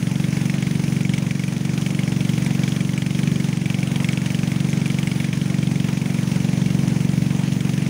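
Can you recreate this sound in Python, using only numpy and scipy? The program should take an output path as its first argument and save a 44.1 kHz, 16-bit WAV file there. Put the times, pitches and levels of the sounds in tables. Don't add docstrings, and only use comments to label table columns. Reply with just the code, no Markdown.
import sys
import numpy as np
from scipy import signal
from scipy.fft import rfft, irfft
from scipy.io import wavfile
from scipy.ndimage import uniform_filter1d

SR = 44100
rng = np.random.default_rng(int(sys.argv[2]) if len(sys.argv) > 2 else 0)


def bounce(signal):
    frames = np.transpose(np.atleast_2d(signal))
    limited = np.clip(frames, -1, 1)
    pcm = np.round(limited * 32767).astype(np.int16)
    wavfile.write(sys.argv[1], SR, pcm)


def field_ratio(decibels):
    return 10 ** (np.asarray(decibels, dtype=float) / 20)


N = 347949

FIRST_S, CYCLE_S = .02724, .0428142
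SHELL_MS, BLOW_MS, RATTLE_MS, KNOCK_MS, CASE_MS, GULP_MS = -6.79, -6.18, -5.2, -4.55, -4, 16.92
VALVE_MS = 1.74
USUAL_LOAD_DB = -21
KNOCK_HZ, KNOCK_SPREAD, SCATTER_DB = 2220, 0.059, 2.5
STRAY_SHARE, STRAY_HZ = .33, 2890
SPRAY_DB, MIST_DB, WASH_DB = -35.5, -35.5, -37
MIST_GUST_DB = 1

# time in seconds, how late the firing is against an even beat in ms.
LATE = [(0.0, 3.2), (0.1, 4.9), (0.48, 4.0), (1.0, 0.1), (1.46, 1.6), (1.97, -2.0), (2.24, 0.3),
        (3.12, 0.8), (3.4, -4.7), (3.6, -5.3), (3.74, -4.1), (4.35, -0.9), (4.61, -0.7), (4.87, -3.1),
        (5.3, -2.3), (5.7, -3.4), (7.72, 6.1), (7.89, 5.5)]
# time in seconds, exhaust level in dB.
LOAD = [(0.0, -21.5), (0.23, -20.5), (0.6, -21.5), (1.1, -20.2), (1.45, -23.6), (1.75, -21.5), (2.47, -20),
        (3.0, -22.2), (3.3, -19.5), (3.55, -22), (4.05, -20.5), (4.25, -22), (4.72, -20), (5.3, -22),
        (5.7, -19.5), (5.95, -22), (6.75, -19), (7.89, -21)]
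# time in seconds, level in dB.
KNOCK_LEVEL = [
    (0.0, -22),
    (1.2, -20.5),
    (1.5, -26.5),
    (1.8, -20.5),
    (3.4, -21),
    (4.0, -19.5),
    (5.3, -21),
    (5.95, -24),
    (7.35, -28),
    (7.89, -21),
]
# pitch in Hz, level in dB, time to die by 60 dB in seconds, sign.
SHELL_TONES = [(374.3, -35.3, 0.214, 1), (425.4, -25.4, 0.033, -1), (565.8, -39.4, 0.058, 1)]
# pitch in Hz, level in dB, time to die by 60 dB in seconds,
# first movement (+1 pushes, -1 pulls).
EXHAUST_TONES = [(72.8, -26.6, 0.163, 1), (108.7, -11.9, 0.214, 1), (165.7, 4.5, 0.07, -1),
                 (257.5, 3.1, 0.051, 1), (378.0, -5.1, 0.212, 1)]
# pitch in Hz, level in dB, time to die by 60 dB in seconds, sign.
INTAKE_TONES = [(139.3, -6.0, 0.053, 1), (209.3, -17.1, 0.214, -1), (258.4, -9.8, 0.214, -1),
                (307.6, -5.4, 0.158, -1)]
# frequency in Hz, level in dB.
PIPE_END = [(24, -18), (40, 0)]
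# frequency in Hz, level in dB.
TIN = [(300, -28), (500, 3), (900, -8.5), (1300, -0.5), (2200, 4), (4000, -4.5), (6300, -3), (8000, -10),
       (9600, -6.5), (12000, -20), (13800, -23), (14700, -14), (15700, -28.5)]
# pitch in Hz, width in Hz (wider dies faster), level in dB.
BLOCK = [(1840, 140, -10.5), (2250, 73, -5), (2750, 250, -3), (3304, 320, 2), (5220, 240, -9),
         (7990, 140, -11), (8580, 250, -23.5), (12500, 400, -17), (14100, 300, -36)]
# time in seconds, peak in dB, pitch in Hz.
HARD_KNOCKS = [(0.4973, -14.5, 2300), (0.624, -17, 2220), (1.0071, -21, 2600), (1.1358, -15, 2250),
               (1.1787, -16.5, 2200), (1.3074, -14.5, 2200), (1.4366, -17, 2220), (1.9899, -16, 2000),
               (2.2059, -19, 3400), (2.4633, -18, 2170), (2.6344, -16.5, 3260), (2.9771, -16.5, 2380),
               (3.02, -17.5, 2140), (3.2321, -17, 3140), (3.2745, -18.5, 2250), (3.7432, -16, 2250),
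               (3.8292, -17, 2250), (3.915, -18.5, 2320), (4.0437, -12.5, 2260), (4.0877, -12.5, 2280),
               (4.1305, -17.5, 2160), (4.2595, -18, 2750), (4.4316, -18.5, 2290), (4.5171, -17.5, 2200),
               (4.8574, -17, 2460), (4.9861, -16.5, 2280), (5.0724, -15, 2250), (5.243, -18, 2180),
               (5.3293, -15, 2320), (7.8206, -23, 2200)]
# pitch in Hz, level in dB, time to die by 60 dB in seconds, sign and size.
CASE_TONES = [(792, -36, 0.024, 0.73), (944, -39, 0.019, -0.81)]
# frequency in Hz, level in dB.
SPRAY = [(300, 2.5), (450, -2.5), (820, -4.5), (1250, -10.5), (2250, -7.5), (4400, -15.5), (6400, -11),
         (7000, -16), (8000, -21.5), (9600, -15), (11500, -26), (13900, -31.5), (14600, -21),
         (15700, -21.5)]
# time in seconds, surge in dB.
WAKE = [(0.0, -0.4), (0.44, 1.1), (1.47, -0.9), (2.02, 0.8), (2.68, 1.6), (3.01, -0.8), (3.34, 1.2),
        (3.63, -0.9), (4.0, 1.4), (4.6, 0.6), (4.85, 0.5), (5.1, 0.5), (5.93, 0.2), (6.74, 1.8), (7.0, 0.8),
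        (7.89, 0)]
# frequency in Hz, level in dB.
HULL = [(10, -13), (25, 7), (50, 9), (70, 9), (120, 15.5), (230, 17), (330, -0.5), (400, -22), (600, -1),
        (1000, -47)]
# time in seconds, level in dB.
RUMBLE = [
    (0, -36.5),
    (5.5, -36),
    (7.1, -34),
    (7.89, -35.5),
]
# time in seconds, peak in dB.
DROPS = [(0.6055, -36), (0.839, -39), (0.959, -35), (1.483, -36), (2.3221, -34), (2.4448, -30),
         (2.5456, -32), (4.5146, -34), (4.6872, -35), (4.9975, -29), (5.0654, -33), (5.2679, -37)]
# frequency in Hz, level in dB.
DRIP = [(3000, -30), (7000, -12), (10000, 10), (12000, -4), (13500, 0), (15000, 1), (16000, -3)]
# frequency in Hz, level in dB.
MIC = [(15715, 0), (15800, -25), (15950, -55)]


def evened(x):
    return x / np.sqrt(np.mean(x ** 2) + 1e-20)


def colour(x, points):
    f, db = np.transpose(points)
    hz = np.fft.rfftfreq(len(x), 1 / SR)
    gain = field_ratio(np.interp(np.log(hz + 1), np.log(f), db))
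    return irfft(rfft(x) * gain, len(x))


def curve(table, t):
    s, value = np.transpose(table)
    return np.interp(t, s, value)


def train(s, size):
    at, out = s * SR, np.zeros(N + 2 * SR)
    whole = np.floor(at).astype(int) + SR
    np.add.at(out, whole, size * (1 - at % 1))
    np.add.at(out, whole + 1, size * (at % 1))
    return out


def through(clicks, shape):
    return signal.oaconvolve(clicks, shape)[SR:SR + N]


def ring(modes, count=SR // 4):
    t = np.arange(count) / SR
    return sum(sign * field_ratio(db - 60 * t / t60) * np.sin(2 * np.pi * hz * t) for hz, db, t60, sign in modes)


def patchy(points, patch_db, flicker_db):
    frames = N // 64 + 8
    a, b, patches = rng.standard_normal((frames, 129, 3)).T
    patches = uniform_filter1d(patches, size=6, axis=0)
    patches = evened(uniform_filter1d(patches, size=30, axis=1))
    flicker = evened(uniform_filter1d(rng.standard_normal(frames), size=20))
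    z = (a + 1j * b) * field_ratio(patch_db * patches + flicker_db * flicker)
    noise = signal.istft(z, nperseg=256, noverlap=192)[1][:N]
    return evened(colour(noise, points))


def shell(s, blow_db, luck):
    return through(train(s + SHELL_MS / 1000, field_ratio(blow_db + 0.69 * luck)), ring(SHELL_TONES))


def pipe(clicks, tones):
    r = np.exp(-1000 / (VALVE_MS * SR))
    soft = signal.lfilter([(1 - r) ** 2], [1, -2 * r, r * r], through(clicks, ring(tones)))
    return colour(soft, PIPE_END)


def exhaust(s, blow_db, luck):
    return pipe(train(s + BLOW_MS / 1000, field_ratio(blow_db + .45 * luck)), EXHAUST_TONES)


def rattle(s, knock_db, firing_luck, gulp_luck):
    t = np.arange(1500) / SR
    fade = (1 - np.exp(-t / 0.0018)) ** 2 * np.exp(-t / 0.0068)
    shake = through(train(s + RATTLE_MS / 1000, field_ratio(.3 * (knock_db + 22) + firing_luck)), fade)
    shake += through(train(s + (GULP_MS + 2.5) / 1000, field_ratio(-14 + 3.0 * gulp_luck)), fade)
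    return field_ratio(-28.0) * shake * patchy(TIN, patch_db=1.0, flicker_db=0.7)


def knock_plan(s, knock_db, time_luck, level_luck, pitch_luck):
    knock_s = s + (KNOCK_MS + .2 * time_luck) / 1000
    knock_db = knock_db + SCATTER_DB * np.clip(level_luck, -3, 1.2)
    knock_hz = np.where(rng.random(len(s)) < STRAY_SHARE, STRAY_HZ, KNOCK_HZ)
    knock_hz = knock_hz * np.exp(KNOCK_SPREAD * pitch_luck)
    hard_s, hard_db, hard_hz = np.transpose(HARD_KNOCKS)
    cycle = abs(hard_s[:, None] - knock_s).argmin(axis=1)
    knock_db[cycle], knock_hz[cycle] = hard_db - .3, hard_hz * 0.978
    return knock_s, knock_db, knock_hz


def knocks(s, db, hz):
    t, out = np.arange(900) / SR, np.zeros(N + 2 * SR)
    luck = rng.uniform(-1.1, 1, (len(s), len(BLOCK) + 1, 2))
    for at, level_db, pitch_hz, (start, *draw) in zip(s, db, hz, luck):
        turns = pitch_hz * (t + 0.29 * 0.00068 * (1 - np.exp(-t / 0.00025)))
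        slosh = t ** 2 * np.exp(-t / 0.00034) * np.sin(2 * np.pi * (turns + start[0]))
        modes = []
        for (f, width, g), (share, detune) in zip(BLOCK, draw):
            mode_db = g + 7 * share * min(1, 4000 / f) ** .5
            modes.append((f + 90 * detune, mode_db, 2.32 / width, np.sign(detune)))
        block = ring(modes, count=len(t)) * (1 - np.exp(-t / 0.00033)) ** 2
        tick = slosh / abs(slosh).max() + field_ratio(-2.5) * block
        out[round(at * SR) + SR:][:len(t)] += field_ratio(level_db) * tick / abs(tick).max()
    return out[SR:SR + N]


def crankcase(s, blow_db, level_luck, time_luck):
    at = s + (CASE_MS + .5 * time_luck) / 1000
    return through(train(at, field_ratio(blow_db + 3.3 * level_luck)), ring(CASE_TONES))


def intake(s, blow_db, luck):
    stretch = np.diff(s, append=s[-1] + CYCLE_S) / CYCLE_S
    gulp_ms = BLOW_MS + (GULP_MS - BLOW_MS) * stretch
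    return pipe(train(s + gulp_ms / 1000, field_ratio(blow_db + .65 * luck)), INTAKE_TONES)


def engine():
    even = FIRST_S + CYCLE_S * np.arange(-4, 186)
    luck = rng.standard_normal((9, len(even)))
    s = even + (curve(LATE, even) + 0.089 * luck[0]) / 1000
    blow_db, knock_db = curve(LOAD, even) - USUAL_LOAD_DB, curve(KNOCK_LEVEL, even)
    knock_s, knock_db, knock_hz = knock_plan(s, knock_db, luck[4], luck[5], luck[6])
    out = shell(s, blow_db, luck[3]) + exhaust(s, blow_db, luck[1])
    out += rattle(s, knock_db, luck[7], luck[8])
    out += knocks(knock_s, knock_db, knock_hz)
    return out + crankcase(s, blow_db, luck[7], luck[8]) + intake(s, blow_db, luck[2])


def spatter():
    t = np.arange(200) / SR
    flecks = field_ratio(5.7 * np.minimum(rng.exponential(1, N), 4)) * (rng.random(N) < 150 / SR)
    bursts = signal.oaconvolve(flecks, np.exp(-t / 0.00074))[:N] * rng.standard_normal(N)
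    return evened(colour(colour(bursts, SPRAY), [(1000, -29), (7000, -4.5), (12000, -10.5)]))


def bow_spray(surge_db, drum_db):
    spray = patchy(SPRAY, patch_db=1.5, flicker_db=0.65) + field_ratio(-16) * spatter()
    mist = colour(spray, [(7000, -40), (10000, 0)])
    wash = colour(spray, [(1000, 0), (1500, -40)])
    slow = uniform_filter1d(uniform_filter1d(rng.standard_normal(N), size=4000), size=4000)
    puffs = field_ratio(MIST_GUST_DB * evened(slow))
    wash_db = WASH_DB + 0.99 * surge_db + drum_db - drum_db[0]
    out = field_ratio(SPRAY_DB + surge_db) * (spray - mist - wash)
    return out + field_ratio(MIST_DB + surge_db) * mist * puffs + field_ratio(wash_db) * wash


def hull_rumble(drum_db):
    return field_ratio(drum_db) * patchy(HULL, patch_db=0.0, flicker_db=0.5)


def drops():
    t, out = np.arange(256) / SR, np.zeros(N)
    for s, db in DROPS:
        tick = colour(rng.standard_normal(len(t)), DRIP) * t * np.exp(-t / 0.00063)
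        out[round(s * SR):][:len(t)] += field_ratio(db + 2.5) * tick / abs(tick).max()
    return out


def water():
    t = np.arange(N) / SR
    surge_db, drum_db = curve(WAKE, t), curve(RUMBLE, t)
    return bow_spray(surge_db, drum_db) + hull_rumble(drum_db) + drops()


def scene():
    return (engine() + water())[None]


def roll_off(x):
    return signal.sosfilt(signal.butter(12, 17090, fs=SR, output="sos"), x)


def record(dry):
    keep = np.exp(-2 * np.pi * 40 / SR)
    cut = signal.lfilter([1, -2, 1], [1, -2 * keep, keep ** 2], dry[0])
    return roll_off(colour(cut, MIC)[None])


dry = scene()
out = record(dry)
bounce(out)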